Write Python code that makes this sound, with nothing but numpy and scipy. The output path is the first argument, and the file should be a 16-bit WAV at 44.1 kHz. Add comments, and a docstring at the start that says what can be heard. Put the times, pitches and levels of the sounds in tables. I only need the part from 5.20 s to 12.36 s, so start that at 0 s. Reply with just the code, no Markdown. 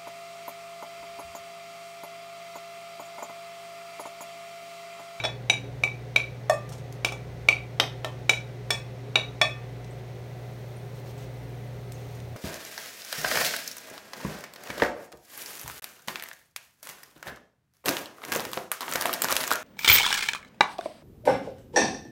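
"""A wooden spoon taps the last grated vegetables off a hand-held ceramic bowl, then stirs a pot of milky soup.
Each tap is a dry knock plus fading notes of spoon and bowl, in shares that depend on where it lands.
Behind it a fan hums and rushes (wavering tones and filtered noise) and the pot sizzles faintly (tiny pops).
Wet shreds tick and bubbles squeak in bursts of filtered clicks; the stirring spoon scrapes and the soup sloshes.
A small kitchen answers all but the fan and the sizzle with a short tail and a flutter of echoes."""
import sys
import numpy as np
from scipy import signal
from scipy.fft import rfft, irfft
from scipy.io import wavfile
from scipy.ndimage import uniform_filter1d

SR = 44100
rng = np.random.default_rng(int(sys.argv[2]) if len(sys.argv) > 2 else 0)


def wav_out(sig):
    """Save sig, one row per channel (or a flat mono array), as 16-bit PCM at SR to the path in sys.argv[1]."""
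    wavfile.write(sys.argv[1], SR, np.round(np.clip(np.atleast_2d(sig).T, -1, 1) * 32767).astype(np.int16))


N = 315756  # length of the scene in samples


def undb(db):
    """Turn decibels into a gain."""
    return 10 ** (np.asarray(db) / 20)


def level(x, db):
    """Scale a sound to the given average (rms) level in dB."""
    return x * undb(db) / np.sqrt(np.mean(x ** 2))


def across(hz, points, values):
    """Join points by straight lines on a log-frequency axis; beyond the ends the value stays put."""
    return np.interp(np.log(np.maximum(hz, 1)), np.log(points), values)


def colour(x, spectrum, size=2048):
    """Filter with the given (Hz, dB) shape; built from its cepstrum so that it never acts ahead of the sound."""
    points, dbs = np.transpose(spectrum)
    gain = undb(across(np.fft.rfftfreq(size, 1 / SR), points, dbs))
    cepstrum = irfft(np.log(gain))[:size // 2]
    cepstrum[1:] *= 2
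    response = irfft(np.exp(rfft(cepstrum, size)))
    return signal.fftconvolve(x, response)[:len(x)]


def resonate(x, hz, width_hz):
    """Let one resonance pass, with gain 1 at its centre."""
    b, a = signal.iirpeak(hz, hz / width_hz, fs=SR)
    return signal.lfilter(b, a, x)


def resonate_twice(x, hz, width_hz):
    """Pass through the same resonance twice, for steeper sides; width_hz is that of each pass."""
    return resonate(resonate(x, hz, width_hz), hz, width_hz)


def split_filter(x, hz, side="low"):
    """Keep the part of a sound below (low) or above (high) a frequency."""
    return signal.sosfilt(signal.butter(2, hz, side, fs=SR, output="sos"), x)


def fade(t, t60):
    """Exponential decay that loses 60 dB in t60 seconds."""
    return np.exp(-np.log(1000) * t / t60)


def add(out, s, x):
    """Mix x in at time s; what falls before the start or after the end is cut off."""
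    i = int(s * SR)
    x, i = x[max(-i, 0):], max(i, 0)
    out[i:i + len(x)] += x[:len(out) - i]


def blow(t, split_hz=1500, crack_t60=0.02, rise_s=0.00029):
    """Contact force: one smooth push in the lows, a brief rough crack above."""
    crack = rng.standard_normal(len(t)) * fade(t, crack_t60) * (1 - np.exp(-t / rise_s))
    crack = crack / np.linalg.norm(crack)
    push = signal.unit_impulse(len(t))
    return split_filter(push, split_hz) + split_filter(crack, split_hz, "high")


def ring(t, modes, extra_db, rough, length=1, rough_hz=90):
    """Fading modes (natural tones) of a struck thing; chatter at the contact makes each one uneven."""
    hz, db, t60 = np.transpose(modes)
    # neighbouring modes swing in opposite directions
    gain = undb(db + extra_db) * (-1) ** np.arange(len(hz))
    shape = (len(hz), len(t))
    chance = rng.standard_normal(shape) + 1j * rng.standard_normal(shape)
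    chatter = split_filter(chance, rough_hz)
    swing = np.exp(2j * np.pi * hz[:, None] * t) * (1 + rough * chatter / chatter.std())
    return gain @ (swing.imag * fade(t, length * t60[:, None]))


def kitchen(x, first_wall_s=0.0015, count=14):
    """Room reflections: a short diffuse tail, and a flutter between two walls that carries the spoon's note."""
    # How the room's tail dies away. Each row: frequency in Hz, time to fade by 60 dB in seconds,
    # level in dB against the direct sound.
    reverberation = [(200, 0.274, 3), (635, 0.23, 1), (957, 0.25, 1.5), (1590, 0.4, -9), (2486, 0.27, -7.5),
                     (4000, 0.31, -7), (6600, 0.24, -5), (14000, 0.24, -6)]
    echo_s, echo_db = .039, -12  # time of a round trip, gain per trip at the centre
    echo_hz, echo_width_hz = 2190, 930  # the band that survives each trip
    t = np.arange(SR // 2) / SR
    points, t60s, dbs = np.transpose(reverberation)
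    hz = np.fft.rfftfreq(len(t), 1 / SR)
    noise = rfft(rng.standard_normal(len(t)))
    tail = np.zeros(len(t))
    # the tail rises from half to one and a half times first_wall_s
    onset = np.clip(t / first_wall_s - .5, 0, 1)
    edges = np.geomspace(100, SR / 2, count)
    for lo, hi in zip(edges, edges[1:]):
        centre = np.sqrt(lo * hi)
        shape = fade(t, across(centre, points, t60s)) * onset
        band = irfft(noise * ((hz >= lo) & (hz < hi)), len(t))
        tail += band * shape / np.linalg.norm(shape) * undb(across(centre, points, dbs))
    out = x + signal.fftconvolve(x, tail)[:len(x)]
    echo = x
    for trip in range(1, 4):
        echo = undb(echo_db) * resonate(echo, echo_hz, echo_width_hz)
        add(out, trip * echo_s, echo)
    return out


def taps():
    """Wood meets the rim: a dry knock, the spoon's short note and the hand-damped ring of the bowl."""
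    # The taps. Each row: start in seconds, knock level in dB, treble lift in dB, spoon level in dB,
    # extra level of the spoon's overtones in dB, level of the bowl's low modes in dB, of its high modes in dB.
    tap_list = [(-.04, -1, -7, -12, 2.5, -45, -45), (.038, -11, -2.5, -29.5, 6, -31, -26),
                (.050, -6, -6.5, -23.5, 4, -52, -25.5), (0.298, 0.5, -0.5, -7.5, 5.5, -40.5, -50),
                (0.6356, -6, -0.5, -8.5, -10.5, -57, -53), (0.9606, -1, 1, -5, -6.5, -47, -47),
                (1.2967, -7.5, 9, -41, 2.5, -16, -32), (1.5205, -42, 16, -66, 0, -70, -52),
                (1.847, 1, 2, -11.5, -2.5, -38, -30), (1.922, -22, 11.5, -37.5, -7, -59, -48),
                (2.2863, 4.5, -3, 0, -10, -36, -41), (2.599, 12, -7.5, -19, 13.5, -27, -42),
                (2.846, -5.5, -1.5, -39, 9, -33, -44), (3.094, 3.5, 2, -4, -.5, -37, -27),
                (3.505, 0.5, 2.5, -16.5, 0, -29, -20), (3.9562, 3, -7.5, -8.5, 8, -28, -31),
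                (4.214, 5.5, -4, -6.5, -4.5, -15.5, -15)]
    # Natural tones of the spoon. Each row: frequency in Hz, relative level in dB,
    # time to fade by 60 dB in seconds before the tap's own length factor.
    spoon_modes = [(2307.5, -1, 0.067), (2456, -6, 0.032), (2610, -6.5, 0.027), (2950, -12.5, 0.027),
                   (3050, -30, 0.03), (3670, -12, 0.0067), (3812, -5, 0.059), (4070, -45, 0.033),
                   (5780, -17, 0.026), (6000, -22, 0.1), (6520, -26, 0.041), (7030, -18.5, 0.044),
                   (7850, -30, 0.079), (9580, -33, 0.11)]
    # Natural tones of the bowl. Each row: frequency in Hz, relative level in dB,
    # time to fade by 60 dB in seconds.
    bowl_modes = [(583, -11, .18), (628, 5, .04), (1160, -6, .04), (1186, -20, .44), (1803, -3, .13),
                  (2540, -12, .32), (3428, -1, .12), (3822, -19, .22), (4418, -12, .18), (5385, -4, .075),
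                  (5572, -17, .1), (6820, -21, .15), (7045, -21, .16), (8157, -13, .1), (9540, -22, .12)]
    # Tone of the dry knock. Each row: frequency in Hz, relative level in dB.
    knock_colour = [(60, -19), (300, 6.5), (500, 12.5), (650, 14.5), (850, 12), (1020, 5.5), (1350, 14.5),
                    (1900, 5), (3100, 9.5), (4700, 5), (7500, 0), (10500, -5), (13000, -9), (16000, -14.5)]
    # a harder tap is brighter and holds the spoon against the rim, which shortens its note
    body_start_db, body_db_per_db = -1, -0.6  # low body of a 0 dB knock; its change per dB of knock
    spoon_length, halving_db = 0.77, 14.5  # length factor at a 0 dB knock; rise in knock that halves it
    out, t = np.zeros(N), np.arange(SR // 2) / SR
    spoon_hz, bowl_hz = np.transpose(spoon_modes)[0], np.transpose(bowl_modes)[0]
    knock_hz, knock_shape_db = np.transpose(knock_colour)
    build_up = 1 - np.exp(-t / .0007)  # the notes take a moment to swell

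    for s, knock_db, treble_db, spoon_db, overtone_db, low_db, high_db in tap_list:
        def treble(hz):
            """Lift of the treble by this contact, in dB."""
            return across(hz, [4000, 7000], [0, treble_db])

        body_db = body_start_db + body_db_per_db * knock_db
        length = spoon_length * .5 ** (knock_db / halving_db)
        # the striking point favours some modes
        spoon_extra_db = spoon_db + across(spoon_hz, [2500, 3000], [0, overtone_db]) + treble(spoon_hz)
        spoon = ring(t, spoon_modes, spoon_extra_db, rough=0.038, length=length)
        bowl_extra_db = across(bowl_hz, [1900, 3300], [low_db, high_db]) + treble(bowl_hz)
        bowl_extra_db += across(bowl_hz, [700, 1100], [body_db, 0])
        bowl = ring(t, bowl_modes, bowl_extra_db, rough=0.31)
        body = across(knock_hz, [1300, 2400], [body_db, 0])
        tap_colour_db = knock_shape_db + knock_db + body + treble(knock_hz)
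        knock = colour(blow(t), np.column_stack([knock_hz, tap_colour_db]))
        # the bowl moves between taps, so each one meets different reflections
        add(out, s, kitchen((spoon + bowl) * build_up + knock))
    return out


def walk(rate):
    """Slow random wander: levels held 1 / rate seconds, then smoothed twice; typical size 1."""
    k = int(SR / rate)
    held = np.repeat(rng.standard_normal(N // k + 1), k)
    smooth = uniform_filter1d(uniform_filter1d(held, k), k)[:N]
    return level(smooth, 0)


def fan(flicker_db=2.0):
    """A motor hums with slightly wavering tones; its air rushes evenly through a few duct resonances."""
    # Tones of the motor. Each row: frequency in Hz, average (rms) level in dB, typical wander in Hz.
    hum_tones = [(59.6, -55, 1.89), (83.6, -57, 3.43), (120, -39.5, 0.25), (140.3, -53, 1.49),
                 (280, -59.5, 2.745)]
    # Resonances of the fan's air. 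Each row: frequency in Hz, width of each filter pass in Hz,
    # average (rms) level in dB.
    air_modes = [(56.7, 17, -58.5), (146.7, 27, -50.5), (181, 59, -53.5), (272.5, 45, -62),
                 (371.8, 31, -55.5), (415, 40, -52.5), (519.4, 55, -54), (724, 32, -58), (2010, 190, -64.5)]
    # Tone of the steady rush of fan and burner. Each row: frequency in Hz, relative level in dB.
    rush_colour = [(25, -13), (60, -17), (100, 2.5), (170, -11.5), (240, -5.5), (600, -1), (850, -7),
                   (1100, -12.5), (2300, -14), (3000, -19), (4200, -18), (6500, -25.5), (9000, -28),
                   (16000, -32.5)]
    out = level(colour(rng.standard_normal(N), rush_colour), -48)
    for hz, db, wander_hz in hum_tones:
        phase = 2 * np.pi * np.cumsum(hz + wander_hz * walk(7)) / SR
        # tones that wander more also flicker more: flicker_db is per Hz of wander
        flicker = undb(flicker_db * wander_hz * walk(6))
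        out += level(np.sin(phase) * flicker, db)
    for hz, width_hz, db in air_modes:
        out += level(resonate_twice(rng.standard_normal(N), hz, width_hz), db)
    return out


def sizzle(effort, pops_per_s=2500, spread_db=2.0):
    """Tiny bubbles burst at the hot wall of the pot, more loudly once stirring washes milk up it."""
    # Tone of the sizzle. Each row: frequency in Hz, relative level in dB.
    pop_colour = [(1500, -14), (4000, -7), (6500, -1), (10000, 2.5), (13000, 3.5), (16000, 4.5)]
    # the sizzle grows once stirring starts and flares with each stroke
    stir_start_s, rise_s = 4.26, 1
    rest_db, stirred_db, flare_db = -71, -60, -8  # flare is against the stroke
    happens = rng.random(N) < pops_per_s / SR
    sizes = undb(spread_db * rng.exponential(size=N))
    pops = happens * rng.choice([-1, 1], N) * sizes
    wetted = np.clip((np.arange(N) / SR - stir_start_s) / rise_s, 0, 1)
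    steady = undb(rest_db + wetted * (stirred_db - rest_db))
    return level(colour(pops, pop_colour), 0) * (steady + undb(flare_db) * effort)


def wet_grains(count, hz, width_hz, grain_db=9):
    """Dense tiny clicks of uneven size in one resonance; average (rms) level 1."""
    grains = rng.standard_normal(count) * undb(grain_db * rng.standard_normal(count))
    return level(resonate_twice(grains, hz, width_hz), 0)


def wet_burst(db, hz, width_hz, length):
    """A short cluster of wet clicks that fades by 30 dB in length seconds."""
    t = np.arange(SR // 5) / SR
    return undb(db) * wet_grains(len(t), hz, width_hz) * fade(t, 2 * length)


def ticks():
    """Wet shreds smear and let go in short clusters of clicks."""
    # Ticks of shreds and spoon. Each row: start in seconds, level before the fade in dB,
    # centre frequency in Hz, time to fade by 30 dB in seconds.
    tick_list = [(1.491, -43, 7000, 0.03), (1.522, -42.5, 5800, 0.069), (1.58, -46, 5500, 0.032),
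                 (1.725, -42, 7500, .0085), (4.644, -47.5, 4030, 0.022), (6.7203, -40, 3200, 0.0079),
                 (6.7215, -35, 8300, .005), (6.9492, -45, 5500, .02), (7.002, -44, 4700, 0.011)]
    out = np.zeros(N)
    for s, db, hz, length in tick_list:
        add(out, s, wet_burst(db, hz, 1.5 * hz, length))
    return out


def bubbles():
    """Small bubbles burst with a squeak: the same wet clicks in a narrow resonance."""
    # Bursting bubbles. Each row: start in seconds, level before the fade in dB,
    # centre frequency in Hz, time to fade by 30 dB in seconds.
    bubble_list = [(4.7098, -51, 8240, .016), (5.568, -50, 9300, .021), (5.976, -51.5, 7800, .02),
                   (6.74, -57, 6400, .15)]
    out = np.zeros(N)
    for s, db, hz, length in bubble_list:
        add(out, s, wet_burst(db, hz, 700, length))
    return out


def stroke_effort():
    """Push of the spoon, as a gain: each stroke swells, holds and fades."""
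    # Strokes through the soup and along the pot. Each row: start in seconds, length in seconds, level in dB.
    stroke_list = [(5.735, 0.075, -60), (5.846, 0.085, -54.5), (5.967, .094, -55.5), (6.708, .35, -60.5)]
    out = np.zeros(N)
    for s, length, db in stroke_list:
        add(out, s, undb(db) * signal.windows.tukey(int(length * SR), .5))
    return out


def stirring(effort):
    """The spoon scrapes softly along the pot and the soup sloshes round it."""
    scrape = wet_grains(N, hz=3400, width_hz=5800)
    slosh = undb(-4) * wet_grains(N, hz=790, width_hz=920)
    return effort * (scrape + slosh)


def scene():
    """Spoon, bowl and pot in the kitchen, over the fan."""
    effort = stroke_effort()
    wet_sounds = kitchen(ticks() + bubbles() + stirring(effort))
    return (taps() + fan() + sizzle(effort) + wet_sounds)[None]


def record(dry):
    """The microphone colours the treble; the recorder clips at full scale and cuts the top."""
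    # Ripple of the microphone. Each row: frequency in Hz, gain in dB.
    mic_ripple = [(3400, -0.5), (4200, -2), (4950, -4.5), (5600, -1), (6400, -0.5), (7700, -5.5),
                  (8500, -2.5), (9500, -4.5), (10400, -8.5), (11400, -4)]
    top_hz = 15900
    heard = np.clip(colour(dry[0], mic_ripple), -1, 1)
    return signal.sosfilt(signal.ellip(10, .2, 80, top_hz, fs=SR, output="sos"), heard)[None]


dry = scene()
out = record(dry)
wav_out(out)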